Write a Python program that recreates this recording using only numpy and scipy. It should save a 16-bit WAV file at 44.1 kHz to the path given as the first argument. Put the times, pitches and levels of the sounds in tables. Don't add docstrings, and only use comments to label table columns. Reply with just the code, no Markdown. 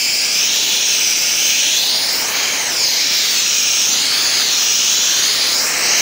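import sys
import numpy as np
from scipy import signal
from scipy.io import wavfile
from scipy.ndimage import uniform_filter1d, map_coordinates

SR = 44100
rng = np.random.default_rng(int(sys.argv[2]) if len(sys.argv) > 2 else 0)


def to_wav(s):
    ch = np.atleast_2d(s).T
    pcm = np.round(np.clip(ch, -1, 1) * 32767)
    wavfile.write(sys.argv[1], SR, pcm.astype(np.int16))


def undo_db(level):
    steps = np.asarray(level, float) / 20
    return 10 ** steps


N = 265041
SIZE, HOP = 1024, 128


def evened(x):
    return x / np.sqrt(np.mean(x ** 2) + 1e-20)


def read(points, hz):
    f, value = np.transpose(points)
    return np.interp(np.log(hz + 1), np.log(f + 1), value)


def drift(shape, size):
    field = uniform_filter1d(rng.standard_normal(shape[::-1]).T, size[0], axis=0)
    return evened(uniform_filter1d(field, size[1], axis=1))


def swing(t):
    # (time [s], aim [0 right to 1 left], reach [-1 near to 1 far],
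    # lean of the body [-.5 to .5], jet level [dB])
    lance_points = [(0.0, 0.03, -1.04, -0.53, -0.2), (0.31, 0.06, -0.7, -0.32, -0.19),
                    (0.62, 0.24, -0.25, -0.37, 0.08), (1.14, 0.04, -0.27, -0.55, 0.58),
                    (1.72, 0.19, -0.15, -0.41, 0.79), (1.98, 0.4, 0.0, -0.07, -0.7),
                    (2.25, 0.64, 0.7, 0.08, -0.02), (2.38, 0.77, 0.85, -0.23, 0.63),
                    (2.64, 0.72, 0.69, 0.33, -1.35), (2.86, 0.36, 0.74, -0.02, -1.1),
                    (3.19, 0.19, 0.77, 0.11, 0.1), (3.81, 0.16, -0.4, -0.0, 0.27),
                    (4.24, 0.49, -0.31, 0.37, 0.5), (4.6, 0.19, -0.29, 0.02, 0.39),
                    (5.03, 0.23, -0.09, 0.2, 0.32), (5.49, 0.47, -0.37, 0.18, 1.06),
                    (5.71, 0.68, 0.16, 0.51, 0.51), (6.01, 0.78, -0.35, 0.55, 3.56)]
    s, *columns = np.transpose(lance_points)
    place = np.interp(t, s, np.arange(len(s)))
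    return [map_coordinates(c, [place], order=3, mode="nearest") for c in columns]


def paths(hz, t):
    # (extra delay at aim 0 [ms], shift [ms per aim], shift [ms per reach])
    bounce_lags = [(0.069, 0.168, -0.002), (0.167, -0.036, -0.161), (0.185, -0.2, -0.093),
                   (0.209, -0.01, 0.019), (0.255, 0.159, 0.135), (0.257, -0.334, -0.046),
                   (0.315, -0.025, 0.004), (0.348, -0.317, -0.051), (0.372, 0.075, 0.049),
                   (0.415, -0.38, -0.037), (0.415, -0.381, -0.03), (0.43, -0.186, -0.059),
                   (0.54, -0.321, 0.171), (0.543, -0.266, -0.02), (0.662, -0.712, 0.199),
                   (0.677, -0.436, -0.06), (0.777, -0.378, -0.03), (0.801, -0.995, 0.007),
                   (0.882, -0.04, -0.0), (0.978, -0.803, 0.039)]
    bounce_shares = [(-0.49, -0.5, -0.32, 0.72), (0.038, 0.74, 0.58, 0.16), (0.099, 0.43, 0.23, 0.13),
                     (0.21, -0.88, 0.403, 0.13), (0.07, 0.069, 1.1, 0.87), (-0.25, 0.15, 1.33, 1.03),
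                     (0.2, 0.34, 0.296, 0.2), (0.24, -0.76, 0.69, 0.76), (0.094, -0.39, 0.43, 0.22),
                     (-0.43, -0.37, 0.21, 0.28), (0.62, 0.24, -0.0002, 0.49), (-0.24, 0.18, -0.23, 1.17),
                     (-0.042, -0.37, 0.34, 0.73), (0.13, 0.17, 0.26, 0.37), (-0.24, 0.32, 0.71, 0.39),
                     (0.21, -0.17, 0.89, 0.69), (0.14, 0.2, 0.47, 0.61), (0.075, -0.0088, -0.025, 1.9),
                     (-0.15, -0.0047, 1.23, 1.25), (-0.071, 0.18, -0.4, 1.4)]
    dull_cycles = 6
    aim, reach, lean, _ = swing(t)
    total = 1
    for (ms, per_aim, per_reach), (share, per_lean, best, width) in zip(bounce_lags, bounce_shares):
        lag = (ms + per_aim * aim + per_reach * reach) / 1000
        facing = (share + per_lean * lean) * np.exp(-((aim - best) / width) ** 2)
        dull = 1 + (hz * lag / dull_cycles) ** 4
        total = total + facing / dull * np.exp(-2j * np.pi * hz * lag)
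    return np.sqrt(abs(total) ** 2 + .01)


def washer():
    # (frequency [Hz], level [dB])
    wash_colour = [(20, -48), (50, -46), (100, -20.5), (172.0, -17.0), (287.0, -12.0), (517.0, -10.0),
                   (746.0, -9.5), (861.0, -6.0), (976.0, -7.0), (1206.0, -6.5), (1550.0, -9.5),
                   (1665.0, -7.5), (1895.0, -8.5), (2239.0, -2.0)]
    # (frequency [Hz], level [dB])
    jet_colour = [(2354.0, -3), (2814.0, -6), (3273.0, -5), (3388.0, -4), (3847.0, -5), (4077.0, -2.5),
                  (4536.0, -2.5), (4881.0, 0.7), (5111.0, -0.45), (6604.0, -1.5), (6718.0, -2),
                  (7293.0, -7.5)]
    # (frequency [Hz], level [dB])
    mist_colour = [(7407.0, -7), (8096.0, -12), (8900.0, -11.5), (9360.0, -15), (9819.0, -14.5),
                   (10508.0, -17.5), (12920.0, -22), (13379.0, -22.8), (13954.0, -22), (14643.0, -8),
                   (15561.0, -9)]
    # (slope [dB per aim], [dB per aim squared], [dB per aim cubed], [dB per lean])
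    swells = [
        (17.6, -42.6, 30.2, -0.5),
        (-26.2, 75.6, -55.0, 4.7),
        (-37.5, 115.2, -99.8, 1.5),
    ]
    t = np.arange(N // HOP + 11) * HOP / SR
    hz = np.fft.rfftfreq(SIZE, 1 / SR)[:, None]
    aim, reach, lean, effort_db = swing(t)
    jet_db, wash_db, mist_db = np.array(swells) @ [aim, aim ** 2, aim ** 3, lean]

    low = 1 / (1 + (hz / 1500) ** 4)
    low = low * (1 - 0.14 / (1 + (hz / 350) ** 2))
    high = 1 - 1 / (1 + (hz / 7500) ** 8)
    level_db = read(wash_colour + jet_colour + mist_colour, hz) + effort_db + jet_db
    level_db = level_db + low * wash_db + high * mist_db

    slot_hz, slot_width_hz, slot_db, slot_aim = 3510, 190, -5.5, .56
    slot_band = np.exp(-((hz - slot_hz) / slot_width_hz) ** 2)
    level_db += slot_db * slot_band / (1 + np.exp((slot_aim - aim) / 0.044))

    stretch = np.clip(.89 - .55 * aim - .1 * reach, 0, 1)
    cells = np.broadcast_arrays(np.arange(len(hz))[:, None] * stretch, np.arange(len(t)))
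    streaks = map_coordinates(drift(level_db.shape, size=(4, 90)), cells, order=1)
    streaks_db = 2.1 * hz / (hz + 900) * streaks
    patches_db = (0.34 + 1.2 * high) * drift(level_db.shape, size=(16, 16))
    flutter_db = (0.34 + 0.27 * low + 0.18 * high) * drift((1, len(t)), size=(1, 6))

    real, imaginary = rng.standard_normal((len(t), len(hz), 2)).T
    droplets = real + 1j * imaginary
    comb = np.repeat(paths(hz, t[1::3]), 3, axis=1)[:, :len(t)]
    spectrum = undo_db(level_db + streaks_db + patches_db + flutter_db) * comb * droplets
    hiss = signal.istft(spectrum, nperseg=SIZE, noverlap=SIZE - HOP)[1][:N]
    return undo_db(-14.5) * evened(hiss)


def engine():
    # (order [multiple of firing rate], level [dB rms])
    orders = [(2, -79), (3, -64.5), (4, -57.5), (5, -58), (6, -57.5), (7, -54.5), (8, -58), (9, -51.5)]
    firing_hz = 29.34
    waver = evened(uniform_filter1d(rng.standard_normal(N), size=3000))
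    firings = np.cumsum(firing_hz * (1 + 0.02274 * waver)) / SR
    hum = 0
    for order, db in orders:
        hum = hum + np.sqrt(2) * undo_db(db) * np.sin(2 * np.pi * (order * firings + rng.random()))
    return hum


def scene():
    return np.tile(washer() + engine(), (2, 1))


def roll_off(x):
    return signal.sosfilt(signal.butter(12, 17100, fs=SR, output="sos"), x)


def record(dry):
    # (time [s], length [s], centre [Hz])
    dropouts = [(.107, .05, 12400), (.267, .04, 13100), (.392, .03, 12400), (.476, .04, 11700),
                (.795, .03, 12400), (.842, .04, 11700), (1.097, .07, 13100), (1.666, .05, 12400),
                (2.763, .04, 11700), (3.184, .05, 11000), (4.809, .035, 12400), (4.897, .03, 12400),
                (5.831, .035, 11700), (5.939, .03, 13100)]
    # (time [s], low edge [Hz], high edge [Hz])
    wide_bursts = [
        (1.094, 10300, 11750),
        (2.626, 7550, 10350),
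        (2.626, 11000, 12450),
        (2.626, 13100, 14500),
        (3.393, 5150, 6300),
        (3.439, 9650, 11050),
        (3.439, 13750, 15700),
        (3.927, 6300, 8300),
        (3.927, 8950, 10400),
    ]
    ceiling = .98
    limited = ceiling * np.tanh(dry[0] / ceiling)
    hz, t, mid = signal.stft(limited, SR, nperseg=SIZE, noverlap=SIZE - 2 * HOP)
    mid[hz > 15740] = 0
    for s, length, centre in dropouts:
        mid[np.ix_(abs(hz - centre) < 345, abs(t - s) < length / 2 - .006)] = 0

    dips = rng.random((len(t) // 2 + 1, 5)).T < .045
    dips = np.repeat(np.repeat(dips, 16, 0), 2, 1)[:, :len(t)]
    mid[239:319] *= 1 - .85 * dips

    real, imaginary = rng.standard_normal((*mid.shape, 2)).transpose(2, 0, 1)
    size = np.sqrt(uniform_filter1d(abs(mid) ** 2, size=15, axis=0) + 1e-20)
    wide_noise = undo_db(1.5) * size * (real + 1j * imaginary)
    side = np.zeros_like(mid)
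    for s, low, high in wide_bursts:
        cell = np.ix_((hz > low) & (hz < high), abs(t - s) < .009)
        side[cell] = wide_noise[cell]
        mid[cell] *= undo_db(-1.5)
    stereo = np.array([mid + side, mid - side])
    both = signal.istft(stereo, nperseg=SIZE, noverlap=SIZE - 2 * HOP)[1][:, :N]
    return roll_off(both)


dry = scene()
out = record(dry)
to_wav(out)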